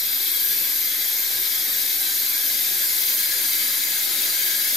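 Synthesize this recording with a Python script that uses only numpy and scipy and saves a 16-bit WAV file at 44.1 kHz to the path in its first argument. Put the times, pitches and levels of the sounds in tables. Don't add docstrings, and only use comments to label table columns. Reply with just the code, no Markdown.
import sys
import numpy as np
from scipy import signal
from scipy.fft import rfft, irfft
from scipy.io import wavfile
from scipy.ndimage import uniform_filter1d

SR = 44100
rng = np.random.default_rng(int(sys.argv[2]) if len(sys.argv) > 2 else 0)


def generate_wav(sig):
    pcm = np.round(np.clip(np.atleast_2d(sig).T, -1, 1) * 32767).astype(np.int16)
    wavfile.write(sys.argv[1], SR, pcm)


def linear_from_db(decibels):
    return 10 ** (np.asarray(decibels, float) / 20)


N = 210029

# f/Hz, level per Hz/dB, left-right/dB
JET_WASH = [(7200, -28, 0), (7400, -5, 2), (8500, -10, -3), (9700, -4, 2), (11000, -5, -3), (12000, -3, -2),
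            (13000, -2, -3), (14000, 0, -3), (14600, -8, -3), (15200, -12, -1), (15700, -14, 0),
            (16000, -40, 0)]
# f/Hz, width/Hz, level over the wash/dB, left-right/dB, gain while opening/dB
JET_MODES = [(7630, 70, -1, 9, 5), (9930, 270, -2, 6, 4), (7990, 250, 3, 2, 3), (8110, 40, 3, 1, 7),
             (8290, 250, 6, 3, 6), (8540, 200, 6, 3, 1), (8700, 120, 5, 4, 2), (8840, 120, 4, 4, 0),
             (9060, 340, 3, 4, 2), (10310, 260, 1, 0, 5), (10710, 470, 7, 2, 7), (10980, 140, 8, 1, 4),
             (11160, 190, 7, 3, 7), (11280, 80, 6, 5, -3),
             (11470, 200, 8, 4, 0), (11820, 400, 10, 4, 0), (12180, 340, 11, 2, -3),
              (12520, 270, 11, 4, -6), (12870, 220, 1, 6, 0), (13020, 90, 6, 1, 1), (13350, 460, 5, 5, 5),
              (13680, 280, 9, 3, 2), (13850, 220, 10, 4, -1), (14120, 190, 8, 4, -6),
              (14340, 170, 5, 5, -5), (14550, 500, 6, 2, -2), (14820, 80, 4, 4, 0), (14990, 250, 5, 2, 0)]


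def jet():
    hiss = turbulence(JET_WASH, JET_MODES, wash_same=0.89, mode_same=0.52,
                      wander_db=-0.5, patchy_db=0.5, ripple_db=2.0, twist_rad=0.88, fill_db=-0.5)
    return linear_from_db(pressure_db()) * flutter(0.22, 9.4, 100.0) * hiss


# t/s, jet level/dB
PRESSURE = [(0, -25.5), (.44, -23), (.75, -24.5), (1.3, -24.5), (2.0, -24), (2.3, -24), (3.05, -23),
            (3.3, -23.5), (3.5, -23), (3.85, -24.6), (4.3, -23.5), (4.76, -23.5)]


def pressure_db():
    at, db = np.transpose(PRESSURE)
    return np.interp(np.arange(N) / SR, at, db)


# f/Hz, level per Hz/dB, left-right/dB
PIPE_WASH = [(1350, -35, 0), (1450, -11, -3), (1800, -7, 3), (2300, 0, 6), (2800, -9, 5), (3300, -2, 5),
             (4300, -1, 6), (5200, -4, -3), (6200, -7, -3), (7400, -2, 4), (7600, -25, 0)]
# f/Hz, width/Hz, level over the wash/dB, left-right/dB, gain
# while opening/dB
PIPE_MODES = [(1646, 280, 10, 6, 2), (1895, 60, 0, 14, 1), (2080, 60, 7, 5, 4), (2170, 190, 1, 10, 5),
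              (2630, 140, 2, 7, 0), (2880, 120, -3, 12, 6), (3140, 90, 6, 7, 2), (3330, 80, 6, 8, -1),
              (3480, 70, 5, 11, -2), (3630, 110, 2, 6, -2), (3730, 70, 6, 9, 0), (3940, 140, 8, 4, -2),
              (4050, 50, 4, 10, 1), (4180, 160, 4, 7, -3),
              (4580, 180, 8, 6, 0), (4810, 170, 9, 3, 0), (5140, 230, 4, 6, -2), (5270, 120, 4, 10, -1),
              (5440, 140, 5, 7, -1), (5660, 280, 6, 4, 0), (5850, 150, 6, 8, 1), (6000, 60, 5, 4, 7),
              (6160, 240, 7, 4, -1), (6320, 250, 5, 4, -1), (6580, 140, 9, 3, 5), (6760, 380, 6, 3, 2),
              (7190, 200, -2, -3, 5)]


def pipework():
    hiss = turbulence(PIPE_WASH, PIPE_MODES, wash_same=0.58, mode_same=0.53,
                      wander_db=0.42, patchy_db=0.33, ripple_db=2.12, twist_rad=0.55, fill_db=0.5)
    filling = follower(start_db=-30, rise_db_per_s=0.48, share=0.14)
    return filling * flutter(0.49, 6.3, 30.0) * hiss


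# f/Hz, level per Hz/dB, left-right/dB
BURNER_WASH = [(120, -37, 0), (158, -11.5, -3), (228, 2, 0), (416, 1, 3), (700, -3.5, 5), (1065, -4.5, 5),
               (1424, -2.5, 0), (1620, 1, 0)]
# f/Hz, width/Hz, level over the wash/dB, left-right/dB, gain while opening/dB
BURNER_MODES = [(191.4, 51, 11.2, -2.5, -3), (273.6, 25.5, 14.9, 2.5, 2.5), (352.4, 116, 10.8, -1, -2.1),
                (558, 315, 8.8, -2, 1.5), (772, 108, 12.1, -2, 0), (921.5, 54, 10.5, 15, -3),
                (1054, 115, 13.2, -8.5, -2), (1261, 96, 9.5, 18.5, -0.5), (1396, 140, 9, 14, -1.5)]


def burner():
    roar = turbulence(BURNER_WASH, BURNER_MODES, wash_same=0.54, mode_same=0.79,
                      wander_db=-0.17, patchy_db=0.63, ripple_db=1.84)
    flame = follower(start_db=-48.5, rise_db_per_s=0.7, share=0.047)
    return flame * flutter(0.37, 2.5, 14.0) * roar


def follower(start_db, rise_db_per_s, share):
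    surge_db = pressure_db() - pressure_db().mean()
    return linear_from_db(start_db + rise_db_per_s * np.arange(N) / SR + share * surge_db)


# f/Hz, level per Hz/dB, left-right/dB
RUMBLE_WASH = [(40, -30, 0), (65, -12, 0), (90, -11, 0), (116, 7, 0), (147.6, 12.5, 0), (188, -42, 0)]
# f/Hz, width/Hz, level over the wash/dB, left-right/dB, gain while opening/dB
BENCH_MODE = [(105, 40, -20, 0, 0)]


def rumble():
    lumps = turbulence(RUMBLE_WASH, BENCH_MODE, 0.65, 0.65, wander_db=0, patchy_db=0, ripple_db=0)
    power = uniform_filter1d(lumps.mean(0) ** 2, size=2500)
    return thuds() * lumps / np.sqrt(power + 0.05)


# t/s, level/dB
THUDS = [
    (0.089, -53),
    (0.525, -54.5),
    (1.344, -47),
    (2.169, -58),
    (3.306, -52),
    (3.993, -58),
    (4.179, -54),
]
# start t/s, length/s
LULLS = [(0.174, .28), (0.718, 0.057), (.86, 0.05), (1.08, .12), (1.5, .04), (1.87, .08), (2.27, 0.15),
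         (2.482, 0.11), (2.65, .07), (2.808, .09), (3.11, 0.12), (3.86, 0.047), (4.23, .08), (4.6, 0.064)]


def thuds():
    rise_s, t60_s, edge_s = 0.03, 0.4, 0.04
    t = np.arange(0, N + 64, 64) / SR
    at, db = np.transpose(THUDS)
    since = np.maximum(t - at[:, None] + rise_s, 0)
    decay = linear_from_db(db[:, None] - 3.5 - 60 * since / t60_s)
    swell = np.minimum(since / rise_s, 1) * decay
    tremor = linear_from_db(-65.5 + 2.5 * chance(t, 3.0, 14.0)[0])
    still = 0
    for start, length in LULLS:
        inside_s = np.minimum(t - start, start + length - t)
        still = still + np.clip(0.5 + inside_s / edge_s, 0, 1)
    gain = np.sqrt((swell ** 2).sum(0) + tremor ** 2) * linear_from_db(-14 * still)
    return np.interp(np.arange(N) / SR, t, gain)


# f/Hz, level per Hz/dB, left-right/dB
HISS_WASH = [(5, 0, 0), (25, 12, 0), (50, -38, 0), (90, -41, 0), (200, -38, 0)]


def microphone_drift():
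    return linear_from_db(-70) * turbulence(HISS_WASH, BENCH_MODE, 0.1, 0.1, wander_db=0, patchy_db=0, ripple_db=0)


def turbulence(wash, modes, wash_same, mode_same, wander_db, patchy_db, ripple_db, twist_rad=0.47, fill_db=0.):
    frames, hz = N // 512 + 5, np.fft.rfftfreq(2048, 1 / SR)
    t = np.arange(frames) * 512 / SR
    opening = t * SR / N - 0.5
    side = np.array([0.5, -0.5])[:, None, None]

    at, wash_db, wash_pan = np.transpose(wash)
    log_hz = np.log(hz + 1)
    shape_db = np.interp(log_hz, np.log(at), wash_db)[:, None]
    pan_db = np.interp(log_hz, np.log(at), wash_pan)[:, None]
    shape = linear_from_db(shape_db) * ((hz >= at[0]) & (hz <= at[-1]))[:, None]
    scattered = linear_from_db(side * pan_db + fill_db * opening) ** 2

    f, width, db, lean_db, growth_db = np.transpose(modes)
    peaks = 1 / (1 + (2 * (hz[:, None] - f) / (0.74 * width)) ** 2) ** 2
    wander = wander_db * chance(t, 0.4, 5.0, count=len(f))
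    mode_db = db[:, None] + 1.6 + growth_db[:, None] * opening + wander
    ringing = peaks @ linear_from_db(mode_db + side * lean_db[:, None]) ** 2
    power = scattered + ringing
    shared = (wash_same * scattered + mode_same * ringing).sum(0) / power.sum(0)

    a, b, c, d, patches, ripple, twist = rng.standard_normal((frames, len(hz), 7)).T
    twist = smoothed(twist, 8, 200, "reflect")
    ripple = smoothed(ripple, 2, 16, "wrap")
    patches = smoothed(patches, 20, 5, "wrap")

    same = np.clip(shared + 0.18 * ripple, 0, 1)
    left, other = a + 1j * b, c + 1j * d
    turn = np.exp(1j * twist_rad * twist)
    z = np.array([left, same * turn * left + np.sqrt(1 - same ** 2) * other])
    z *= shape * np.sqrt(power) * linear_from_db(patchy_db * patches + ripple_db * ripple)
    sound = signal.istft(z, nperseg=2048, noverlap=1536)[1][:, :N]
    return sound / np.sqrt(np.mean(sound.mean(0) ** 2))


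def smoothed(grain, bins, frames, edge):
    grain = uniform_filter1d(grain, size=bins, axis=0)
    return evened(uniform_filter1d(grain, size=frames, axis=1, mode=edge))


def flutter(depth_db, lo_hz, hi_hz):
    t = np.arange(0, N + 64, 64) / SR
    curve = chance(t, lo_hz, hi_hz)[0]
    return linear_from_db(depth_db * np.interp(np.arange(N) / SR, t, curve))


def chance(t, lo_hz, hi_hz, count=1):
    rate = np.geomspace(lo_hz, hi_hz, 24) * rng.uniform(0.9, 1.1, (count, 24))
    phase = rng.random((count, 24))
    waves = (np.sin(2 * np.pi * (f[:, None] * t + p[:, None])) for f, p in zip(rate.T, phase.T))
    return evened(sum(waves))


def evened(x):
    return x / np.sqrt(np.mean(x ** 2) + 1e-20)


def scene():
    return jet() + pipework() + burner() + rumble() + microphone_drift()


# f/Hz, centre level/dB, difference level/dB
MARGINS = [(800, 15, 11), (1200, 16, 11), (2800, 10.8, 9.5), (4200, 10.5, 9), (6000, 7.5, 5),
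           (7800, 5.5, 2.8), (9800, 7.2, 4), (11500, 10, 8), (13500, 13, 13), (15000, 11, 10)]


def squelch(x, depth_db):
    mid_side = np.array([x[0] + x[1], x[0] - x[1]]) / 2
    hz, _, z = signal.stft(mid_side, SR, nperseg=2048, noverlap=1536)
    at, *margins = np.transpose(MARGINS)
    margin_db = np.array([np.interp(hz, at, m) for m in margins])[:, :, None]
    power = abs(z) ** 2
    narrow = uniform_filter1d(uniform_filter1d(power, size=6, axis=1), size=3, axis=2)
    wide = uniform_filter1d(uniform_filter1d(power, size=70, axis=1), size=12, axis=2)
    under_db = 10 * np.log10((abs(wide) + 1e-18) / (abs(narrow) + 1e-18)) - margin_db
    sunk = 1.0 * ((under_db > 0) & (hz > at[0])[:, None])
    muted = uniform_filter1d(uniform_filter1d(sunk, size=3, axis=1), size=2, axis=2) > 0.1
    z = z * linear_from_db(-depth_db * muted)
    centre, difference = signal.istft(z, nperseg=2048, noverlap=1536)[1][:, :N]
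    return np.array([centre + difference, centre - difference])


# start t/s, end t/s
TOP_OPEN = [(2.216, 2.264), (2.521, 2.567), (2.985, 3.239), (3.26, 3.357), (3.38, 3.471), (3.493, 3.612),
            (3.705, 3.751), (3.795, 3.911), (3.959, 4.071), (4.12, 4.238), (4.259, 4.307), (4.378, 4.764)]


def top_band(x, edge_hz, top_db):
    above = np.fft.rfftfreq(N, 1 / SR) > edge_hz
    top = irfft(rfft(x) * above, N)
    t = np.arange(N) / SR
    gate = sum((t > start + 0.009) & (t < end - 0.009) for start, end in TOP_OPEN)
    gate = signal.oaconvolve(gate, np.hanning(600) / 300, "same")
    return x - top + gate * linear_from_db(top_db) * top.mean(0)


def low_pass(x):
    return signal.sosfilt(signal.butter(12, 15600, fs=SR, output="sos"), x)


OFFSET = [
    [-.0029],
    [-.0026],
]


def record(dry):
    thinned = squelch(dry, depth_db=35)
    thinned = top_band(thinned, edge_hz=15210, top_db=7)
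    return low_pass(thinned + OFFSET)


dry = scene()
out = record(dry)
generate_wav(out)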